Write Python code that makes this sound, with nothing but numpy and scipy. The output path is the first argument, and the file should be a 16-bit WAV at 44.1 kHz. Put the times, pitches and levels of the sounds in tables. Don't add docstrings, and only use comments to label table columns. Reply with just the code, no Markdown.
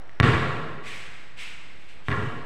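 import sys
import numpy as np
from scipy import signal
from scipy.fft import rfft, irfft
from scipy.io import wavfile
from scipy.ndimage import uniform_filter1d

SR = 44100
rng = np.random.default_rng(int(sys.argv[2]) if len(sys.argv) > 2 else 0)


def generate_wav(sig):
    pcm = np.round(np.clip(np.atleast_2d(sig).T, -1, 1) * 32767).astype(np.int16)
    wavfile.write(sys.argv[1], SR, pcm)


def volts_from_db(level):
    exponent = np.asarray(level, float) / 20
    return 10 ** exponent


N = 108045
T = np.arange(N) / SR

# start in seconds, level in dB, slap in dB, ring in dB, slap length in seconds.
BOUNCES = [
    (.2006, -8, 8, 2, .00026),
    (2.0843, -18, 3, 4.5, .00034),
]
# lag in seconds, thump in dB, treble in dB.
ECHOES = [
    [(.0215, -18, -24), (.0284, -12, -11), (.0305, -2, -18), (.0385, -3, -19), (.0465, -8, -22),
     (.078, -7, -19), (.086, -9, -19), (.135, -9, -21)],
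    [(.019, -10, -11), (.027, -1, -15), (.031, -10, -8), (.041, -6, -11), (.089, -9, -16), (.14, -5, -16)],
]
# thump in dB, ring in dB, spray in dB.
TAIL_SENDS = [
    (8.5, 4, 9.5),
    (9.5, 3.5, -9),
]
# frequency in Hz, level in dB, 60 dB decay in seconds.
AIR_MODES = [(274.3, -12.5, 0.084), (412, -10, 0.085), (707, -15, 0.056), (1122.4, -2.5, 0.057),
             (1374, 0.5, 0.015), (1682, 1, 0.024), (1900, 5, 0.019), (2230, -3, 0.026), (2774, -3.5, 0.021),
             (3600, -1.5, 0.018), (4060, -16.5, 0.049), (5500, -17, 0.014)]
# frequency in Hz, density in dB per Hz.
CRACK = [(500, -8), (3000, 0), (6500, -2), (8000, -11), (9500, -5), (12000, -11), (15500, -24)]
# frequency in Hz, density in dB per Hz.
SPRAY = [(500, -1), (1500, -8), (2500, 14), (4000, -1.5), (6500, -11.5), (9500, -14), (12000, -20.5),
         (15500, -20)]
# frequency in Hz, level in dB, 60 dB decay in seconds.
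COURT = [(50, -21.5, 1.07), (137, -1, 1.34), (270, -2.5, 1.34), (443, 6, 1.49), (603, -0.5, 1.89),
         (1090, 9, 1.48), (2200, 1, 1.33), (4570, -1.5, 1.39), (9100, 0.5, 1.09), (15300, -22, 1.1)]
# start in seconds, rise in seconds, drag in seconds, level in dB, sole resonance in Hz.
SCUFFS = [
    (0.823, 0.056, 0.19, -43, 2200),
    (1.363, 0.041, 0.12, -42, 2410),
    (1.52, 0.01, 0.28, -62, 2200),
    (1.79, 0.018, 0.18, -60.5, 2390),
    (1.879, 0.01, .06, -55, 2240),
    (2.032, 0.065, 0.22, -49, 2700),
    (.085, 0.012, 0.022, -71, 1900),
    (1.1, 0.042, 0.14, -57.5, 1900),
]
# frequency in Hz, density in dB per Hz.
GRIT = [(300, -38), (900, -20.5), (1500, -17.5), (3500, -14.5), (6500, -25.5), (8000, -27.5), (11000, -38),
        (15500, -47)]
# start in seconds, level in dB.
TICKS = [
    (.0942, -32),
    (.018, -41),
    (.839, -38),
    (.862, -34),
]
# frequency in Hz, density in dB per Hz.
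YARD = [(25, 15), (70, 4.5), (200, -3.5), (1000, -10.5), (2100, -9.5), (4000, -18.5), (6500, -35),
        (8000, -33), (15000, -70)]
# frequency in Hz, density in dB per Hz.
EARLIER = [(200, 0), (700, 6.5), (1700, 1.5), (3000, -22), (6000, -42)]


def colour(x, table):
    hz, db = np.array(table)[:, :2].T
    f = np.arange(len(x) // 2 + 1) * SR / len(x) + 1
    return irfft(rfft(x) * volts_from_db(np.interp(np.log(f), np.log(hz), db)), len(x))


def unit(x):
    return x / np.sqrt(np.mean(x ** 2))


def walk(rate):
    k = int(SR / rate)
    steps = np.repeat(rng.standard_normal(N // k + 1), k)
    return 1.3 * uniform_filter1d(uniform_filter1d(steps, k), k)[:N]


def resonate(x, hz, width_hz):
    return signal.lfilter(*signal.iirpeak(hz, hz / width_hz, SR), x)


def add(out, at_s, x):
    i = int(round(at_s * SR))
    out[i:i + len(x)] += x[:N - i]


def pulse(t, at, wide, slap_s):
    return np.exp(-((t - at) / wide * 3) ** 2) * slap_s / wide


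def thump_of_squash(t, lift_s):
    squash_s, settle_s, rebound_s, rebound_db = .0106, .0018, .0012, -1
    swing = np.sin(2 * np.pi * np.minimum(t / squash_s, 1)) * (1 - np.exp(-t / settle_s))
    after = np.clip(t - lift_s, 0, 1) / rebound_s
    return swing + volts_from_db(rebound_db) * after ** 2 * np.exp(1 - after ** 2)


def ring_of_air(t, lift_s, slap_s):
    lift_db, lift_soft = 0, 1.7
    ring = sum(volts_from_db(db - 60 * t / t60) * np.cos(2 * np.pi * hz * t) for hz, db, t60 in AIR_MODES)
    strike = volts_from_db(lift_db) * pulse(t, lift_s, lift_soft * slap_s, slap_s) - pulse(t, slap_s, slap_s, slap_s)
    ring = signal.fftconvolve(strike, ring)[:len(t)]
    return ring / abs(ring).max()


def ball(slap_db, ring_db, slap_s):
    t = T[:SR // 5]
    lift_s, crack_t60_s, crack_db = .0093, .022, -34
    thump = thump_of_squash(t, lift_s)
    slap = volts_from_db(slap_db) * pulse(t, slap_s, slap_s, slap_s) / 2
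    high = volts_from_db(ring_db) * ring_of_air(t, lift_s, slap_s) - slap
    click = 1. * (abs(t - slap_s) < .5 / SR)
    snap = colour(click, SPRAY) * (t < lift_s)
    crack = unit(colour(rng.standard_normal(len(t)), CRACK))
    crack = volts_from_db(slap_db + crack_db - 60 * t / crack_t60_s) * crack
    return thump, high, -snap / snap.max(), crack


def bounces():
    snap_db, scatter_s, scatter_db = -24, .004, -13
    out, t = np.zeros(N), T[:SR // 50]
    for (at, db, slap_db, ring_db, slap_s), echoes, sends in zip(BOUNCES, ECHOES, TAIL_SENDS):
        thump_send_db, ring_send_db, spray_send_db = sends
        thump, high, snap, crack = ball(slap_db, ring_db, slap_s)
        near = high + volts_from_db(slap_db + snap_db) * snap
        add(out, at - slap_s / 2, volts_from_db(db) * (thump + near + crack))
        for lag, low_db, high_db in echoes:
            wall = (t == 0) + volts_from_db(scatter_db) * np.exp(-t / scatter_s) * rng.standard_normal(len(t))
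            treble = np.convolve(near, wall)[:len(thump)]
            add(out, at + lag, volts_from_db(db) * (volts_from_db(low_db) * thump + volts_from_db(high_db) * treble))
        fed = volts_from_db(thump_send_db) * thump + volts_from_db(ring_send_db) * high
        add(out, at, volts_from_db(db + spray_send_db) * signal.fftconvolve(snap, court())[:N])
        add(out, at, volts_from_db(db) * signal.fftconvolve(fed, court())[:N])
    return out


def court():
    gap_s, build_s = .021, .018
    hz, db, t60 = np.array(COURT).T
    spectrum = rfft(rng.standard_normal(N))
    f = np.arange(N // 2 + 1) * SR / N + 1
    out = 0
    for centre in 40 * 2 ** np.arange(0, 9, .5):
        band = irfft(spectrum * np.clip(1 - 2 * abs(np.log2(f / centre)), 0, 1), N)
        level_db = np.interp(np.log(centre), np.log(hz), db)
        decay_s = np.interp(np.log(centre), np.log(hz), t60)
        out = out + band * volts_from_db(level_db - 60 * T / decay_s)
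    late = np.clip(T - gap_s, 0, 9)
    return out * (1 - np.exp(-late / build_s)) / np.sqrt(.09 * SR)


def scuffs():
    grains_per_s, scatter_db, sole_width_hz, sole_db = 5600, 0.5, 1400, -1
    tick_hz, tick_t60_s, wet_db = 1900, 0.007, -2.5
    out = np.zeros(N)
    for at, rise, drag, db, hz in SCUFFS:
        chance, size, noise = rng.random(N), rng.exponential(size=N), rng.standard_normal(N)
        grains = (chance < grains_per_s / SR) * volts_from_db(scatter_db * size) * np.sign(noise)
        grains = grains + 0.28 * noise
        sole = resonate(resonate(grains, hz, sole_width_hz), hz, sole_width_hz)
        fade = np.exp(-(np.clip(T - at - rise, 0, 9) / drag) ** 2)
        push = np.clip((T - at) / rise, 0, 1) * fade
        rubbing = volts_from_db(sole_db) * unit(sole) + unit(colour(grains, GRIT))
        out += volts_from_db(db + 0.3 * walk(35)) * push * rubbing
    t = T[:SR // 40]
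    for at, db in TICKS:
        add(out, at, -volts_from_db(db - 60 * t / tick_t60_s) * np.sin(2 * np.pi * tick_hz * t))
    return out + volts_from_db(wet_db) * signal.fftconvolve(out, court())[:N]


def insect():
    hz, width_hz, throb_hz, level_db, end_s = 5600, 250, 55, -76, .6
    chirr = unit(resonate(rng.standard_normal(N), hz, width_hz))
    throb = 1 + 0.89 * np.sin(2 * np.pi * throb_hz * T + walk(15))
    return volts_from_db(level_db) * chirr * throb * np.clip((end_s - T) / .3, 0, 1)


def yard():
    wash_db, earlier_db, earlier_s = -47.5, -51.5, 0.26
    swell = volts_from_db(wash_db + .8 * walk(2) + 1.2 * walk(20))
    wash = swell * unit(colour(rng.standard_normal(N), YARD))
    earlier = np.exp(-T / earlier_s) * unit(colour(rng.standard_normal(N), EARLIER))
    return wash + volts_from_db(earlier_db) * earlier + insect()


def scene():
    return (bounces() + scuffs() + yard())[None]


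def roll_off(x):
    return signal.sosfilt(signal.butter(12, 16670, fs=SR, output="sos"), x)


def record(dry):
    low_hz, top_hz, offset, drift = 56, 15500, .0279, .0005
    port_hz, port_width_hz, port_gain = 8120, 560, 1
    heard = signal.sosfilt(signal.butter(3, low_hz, "high", fs=SR, output="sos"), dry)
    heard = heard + port_gain * resonate(heard, port_hz, port_width_hz)
    heard = signal.sosfilt(signal.ellip(8, .2, 70, top_hz, fs=SR, output="sos"), heard)
    mix = np.clip(heard + offset + drift * walk(3), -.99, .99)
    return roll_off(mix)


dry = scene()
out = record(dry)
generate_wav(out)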